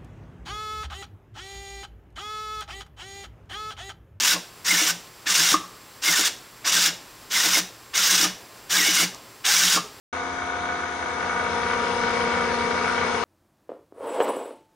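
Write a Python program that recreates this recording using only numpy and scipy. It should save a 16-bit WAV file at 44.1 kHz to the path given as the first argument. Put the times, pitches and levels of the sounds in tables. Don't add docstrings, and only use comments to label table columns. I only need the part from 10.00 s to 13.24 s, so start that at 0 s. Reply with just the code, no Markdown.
import sys
import numpy as np
from scipy import signal
from scipy.fft import rfft, irfft
from scipy.io import wavfile
from scipy.ndimage import uniform_filter1d

SR = 44100
rng = np.random.default_rng(int(sys.argv[2]) if len(sys.argv) > 2 else 0)


def invert_db(x):
    u = np.asarray(x, float) / 20
    return 10 ** u


def waveform_to_disk(signal):
    frames = np.transpose(np.atleast_2d(signal))
    scaled = np.clip(frames, -1, 1) * 32767
    samples = np.round(scaled).astype(np.int16)
    wavfile.write(sys.argv[1], SR, samples)


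N = 142884

# time_s, closeness (0 far - 1 near)
CLOSENESS = [(0.099, 0.19), (0.599, 0.16), (1.001, 0.26), (1.2, 0.42), (1.35, 0.56), (1.6, 0.84),
             (1.899, 0.89), (2.1, 0.95), (2.5, 0.99), (2.801, .97), (3.24, 0.94)]
# time_s, facing (0 aside - 1 facing)
FACING = [(.1, 0.), (1., 0.), (1.22, 0.52), (1.45, 0.77), (1.8, 0.88), (2.2, 0.88), (2.6, 0.87),
          (3.24, 0.96)]
# order (multiple of shaft rate), far_db, near_db, left_right_db
SHAFT_ORDERS = [(3, -55, -50, 0), (4, -66, -58, 1), (6, -56, -46, 1), (8, -54, -38, 5), (9, -47, -49, 1),
                (10, -61, -52, 2), (12, -51, -48, 2), (14, -58, -50, 3), (15, -55, -40, 2),
                (16, -49, -34.5, 4), (17, -49, -44, 6), (21, -55, -54, 5), (23, -52, -59, 4),
                (24, -41, -40, 6), (29, -51, -48, 5), (32, -42, -34.5, 4), (36, -51, -56, 3),
                (40, -44, -41, 2), (42, -49, -45, 5), (48, -52, -44, 3)]
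# pitch_hz, far_db, near_db, left_right_db
MOTOR_TONES = [(71.7, -57, -53, 5.5), (81.7, -51, -52, -1.5), (93.6, -66.5, -61, -8),
               (980.9, -54.5, -45, 9), (2185, -55.5, -51.5, 15), (2910, -71, -75, -4.5)]
# place (0-1 turn), far_db, near_db
VANE_BLOWS = [
    (.02, -5, -8),
    (.425, 0, 0),
    (.79, -1.5, -3),
]
# time_s, level_db
SLAP = [(0.099, -1.), (.3, -2.5), (.45, 2.5), (.55, -4), (.67, 1.5), (.85, -1.5), (1.1, -1.5), (1.3, 2.5),
        (1.55, -2.5), (1.72, 2.5), (1.9, -4.5), (2.1, 2.5), (2.3, 0.5), (2.55, -0.5), (2.75, -1.5),
        (2.97, 0.5), (3.24, -1.5)]
# pitch_hz, width_hz, far_db, near_db, left_right_db
CASING_MODES = [(469, 170, -46, -35.5, 0.5), (722, 310, -40, -43, -4), (893, 94, -49, -47, -0.5),
                (1042, 90, -41, -65.5, 7), (1254, 154, -38, -36.5, 1.5), (1416, 60, -51, -41, -2),
                (1482, 96, -37, -35.5, 1.5), (1720, 74, -49, -46, 14), (1966, 81, -54, -44, -15.5),
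                (2238, 99, -45, -36.5, 3.5), (2742, 180, -68.5, -58, 22), (3593, 1000, -47, -45.5, 5.5),
                (5230, 470, -70.5, -54, 19), (6100, 2000, -54, -51.5, 18)]
# pitch_hz, density_db (per Hz)
AIR_FAR = [(30, -27.5), (75, -19), (130, -12), (500, -9.5), (1500, -7.5), (2500, -17), (4600, -25.5),
           (6400, -23.5)]
# pitch_hz, density_db (per Hz)
AIR_NEAR = [(30, -20.5), (230, -9), (320, -18), (480, -12.5), (1200, -7), (2500, -17), (4600, -21.5),
            (6400, -26)]
# pitch_hz, likeness (0-1)
AIR_COHERENCE = [(60, 0.96), (170, 0.87), (470, 1), (1300, 1), (3640, 0.4), (10200, 0.03)]
# pitch_hz, left_right_db
AIR_BALANCE = [(40, 0.5), (110, -2.5), (250, 2.5), (600, 10), (1800, 6.5), (3300, 8.5), (5700, 7),
               (9000, 0.5)]
# pitch_hz, level_db
MIC_RESPONSE = [(6500, 0.5), (7000, -5.5), (7320, -15), (7500, -7), (8500, -5.5), (9700, -2), (9900, -4),
                (10080, -18)]

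TIME_S = np.arange(N) / SR
START_S, SHAFT_HZ = 0.1272, 29.691
TONE_SPREAD_TURNS, WAVER_TURNS, WAVER_DB = 0.065, 0.02, 1.5
BLOW_JITTER_S, BLOW_S, BLOW_SPREAD_DB = 0.00012, 0.00029, 2.8
RATTLE, LOW_RATTLE, STRUCK_FROM_HZ = 0.55, 0.9, 1000
RATTLE_ALIKE, RING_ALIKE = 0.55, 0.72
SMACK_HZ, SMACK_WIDTH_HZ, SMACK_PAN_DB = 1495, 340, -1
SMACK_FAR_DB, SMACK_NEAR_DB = -42.5, -37
AIR_FAR_DB, AIR_NEAR_DB = -35, -24
PATCH_DB, GUST_DB, SWELL_DB, BLADE_CHOP = 2, 1.5, 0.4, 0.1
ROOM_T60_S, ROOM_GAP_S, ROOM_WIDE_HZ = 0.66, 0.006, 496
ROOM_FAR_DB, ROOM_NEAR_DB = -3, -5.5
GATE_FROM_HZ, GATE_BELOW_DB = 6950, -2.8


def blend(far, near, walk=CLOSENESS):
    t, close = np.transpose(walk)
    return far + (near - far) * np.interp(TIME_S, t, close)


def read(points, hz):
    f, value = np.transpose(points)
    return np.interp(np.log(hz + 1), np.log(f + 1), value)


def evened(x):
    return x / np.sqrt(np.mean(x ** 2) + 1e-20)


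def drift(top_hz):
    t = np.arange(0, N, 256) / SR
    f = np.geomspace(0.3, top_hz, num=16)[:, None]
    waves = np.sin(2 * np.pi * (f * t + rng.random(f.shape))) / f ** 0.65
    return np.interp(TIME_S, t, evened(waves.sum(0)))


def sides(pan_db):
    return invert_db(np.array([[pan_db / 2], [-pan_db / 2]]))


def ring(x, hz, width_hz):
    r = np.exp(-np.pi * width_hz / SR)
    poles = [1, -2 * r * np.cos(2 * np.pi * hz / SR), r * r]
    once = signal.lfilter([1, 0, -1], poles, x)
    return evened(signal.lfilter([1, 0, -1], poles, once))


def tone(hz, far_db, near_db, pan_db):
    turns = hz * TIME_S + rng.random() + WAVER_TURNS * drift(6)
    lead = TONE_SPREAD_TURNS * rng.standard_normal() * np.array([[0.5], [-0.5]])
    level = invert_db(blend(far_db, near_db, FACING) + WAVER_DB * drift(17))
    return np.sqrt(2) * level * sides(pan_db) * np.sin(2 * np.pi * (turns + lead))


def rotor_tones():
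    shaft = sum(tone(order * SHAFT_HZ, *rest) for order, *rest in SHAFT_ORDERS)
    return shaft + sum(tone(*row) for row in MOTOR_TONES)


def vane_blows():
    blows = np.zeros(N)
    turn = np.arange(int(N / SR * SHAFT_HZ) - 1)
    slap_db = blend(0, 0.94, SLAP)
    for place, far_db, near_db in VANE_BLOWS:
        jitter, spread = rng.standard_normal((2, len(turn)))
        blow_s = (turn + place) / SHAFT_HZ + BLOW_JITTER_S * jitter
        at = np.clip(blow_s * SR, 0, N - 1).astype(int)
        level_db = (blend(far_db, near_db) + slap_db)[at]
        blows[at] += invert_db(level_db + BLOW_SPREAD_DB * np.clip(spread, -2, 1.3))
    pulse = np.exp(-(np.arange(-40, 41) / SR / BLOW_S * 3) ** 2)
    return signal.oaconvolve(blows, pulse, "same")


def loose_rattle():
    left, other = rng.standard_normal((2, N))
    return np.array([left, RATTLE_ALIKE * left + np.sqrt(1 - RATTLE_ALIKE ** 2) * other])


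def casing():
    blows, rattle = vane_blows(), loose_rattle()
    out = np.zeros((2, N))
    for hz, width_hz, far_db, near_db, pan_db in CASING_MODES:
        lag = int(rng.random() * (1 - RING_ALIKE) * SR / hz)
        both = np.array([blows, np.roll(blows, lag)])
        share = RATTLE if hz > STRUCK_FROM_HZ else LOW_RATTLE
        drive = np.sqrt(1 - share) * ring(both, 930, 2300) + np.sqrt(share) * rattle
        out += invert_db(blend(far_db, near_db)) * sides(pan_db) * ring(drive, hz, width_hz)
    smack = ring(blows, SMACK_HZ, SMACK_WIDTH_HZ)
    smack_gain = invert_db(blend(SMACK_FAR_DB, SMACK_NEAR_DB)) * sides(SMACK_PAN_DB)
    return out + smack_gain * np.array([smack, np.roll(smack, 5)])


def air_shape(points, hz):
    shape_db = read(points, hz)
    return shape_db - 20 * np.log10(np.linalg.norm(invert_db(shape_db[hz < 7000])))


def cooling_air():
    frames, hz = N // 256 + 5, np.fft.rfftfreq(1024, 1 / SR)
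    a, b, c, d, patches = rng.standard_normal((frames, 513, 5)).T
    patches = evened(uniform_filter1d(uniform_filter1d(patches, 10, 0), 10, 1))
    at = np.minimum(np.arange(frames) * 256, N - 1)
    close = blend(0, 0.97)[at]
    field_db = np.outer(air_shape(AIR_FAR, hz) + AIR_FAR_DB, 1 - close)
    field_db += np.outer(air_shape(AIR_NEAR, hz) + AIR_NEAR_DB, close)
    field_db += PATCH_DB * patches + SWELL_DB * drift(4.6)[at]
    field_db += np.outer(np.exp(-hz / 70), GUST_DB * drift(17)[at])
    same = np.clip(read(AIR_COHERENCE, hz), -1, 1)[:, None]
    left = a + 1j * b
    right = same * left + np.sqrt(1 - same ** 2) * (c + 1j * d)
    z = np.array([left, right]) * invert_db(field_db)
    z *= invert_db(np.outer([0.5, -0.5], read(AIR_BALANCE, hz)))[:, :, None]
    roar = signal.istft(z, nperseg=1024, noverlap=768)[1][:, :N] / np.sqrt(3)
    return roar * (1 + BLADE_CHOP * np.sin(2 * np.pi * 8 * SHAFT_HZ * TIME_S))


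def workshop(x):
    t = np.arange(SR // 2) / SR
    size = len(t)
    taps = rng.standard_normal((2, size)) * (rng.random((2, size)) < 0.1)
    taps *= invert_db(-60 * t / ROOM_T60_S) * (t > ROOM_GAP_S)
    running = np.tile(x, 2)[:, N - size:]
    wet = signal.fftconvolve(running, taps / np.linalg.norm(taps[0]), axes=1)[:, size:size + N]
    high_pass = signal.butter(1, ROOM_WIDE_HZ, "high", fs=SR, output="sos")
    wide = signal.sosfilt(high_pass, wet[1] - wet[0])
    share = invert_db(blend(ROOM_FAR_DB, ROOM_NEAR_DB))
    return (x + share * np.array([wet[0], wet[0] + wide])) / np.sqrt(1 + share ** 2)


def scene():
    return rotor_tones() + workshop(casing() + cooling_air())


def treble_gate(x):
    hz, t, z = signal.stft(x, SR, nperseg=2048, noverlap=1024)
    power = uniform_filter1d((abs(z) ** 2).mean(0), size=4, axis=0)
    usual = uniform_filter1d(uniform_filter1d(power, size=60, axis=0), size=9, axis=1)
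    edge_hz = np.where(rng.random(len(t)) < 0.35, 10080, 9860)
    strong = power > usual * invert_db(2 * GATE_BELOW_DB)
    keep = (strong | (hz[:, None] < GATE_FROM_HZ)) & (hz[:, None] < edge_hz)
    return signal.istft(z * keep, SR, nperseg=2048, noverlap=1024)[1][:, :N]


def top_cut(x):
    return signal.sosfilt(signal.butter(12, 10760, fs=SR, output="sos"), x)


def record(dry):
    hz = np.fft.rfftfreq(N, 1 / SR)
    heard = irfft(rfft(treble_gate(dry)) * invert_db(read(MIC_RESPONSE, hz)), N)
    mix = heard * np.clip((TIME_S - START_S) / 0.0013, 0, 1)
    return top_cut(mix)


dry = scene()
out = record(dry)
waveform_to_disk(out)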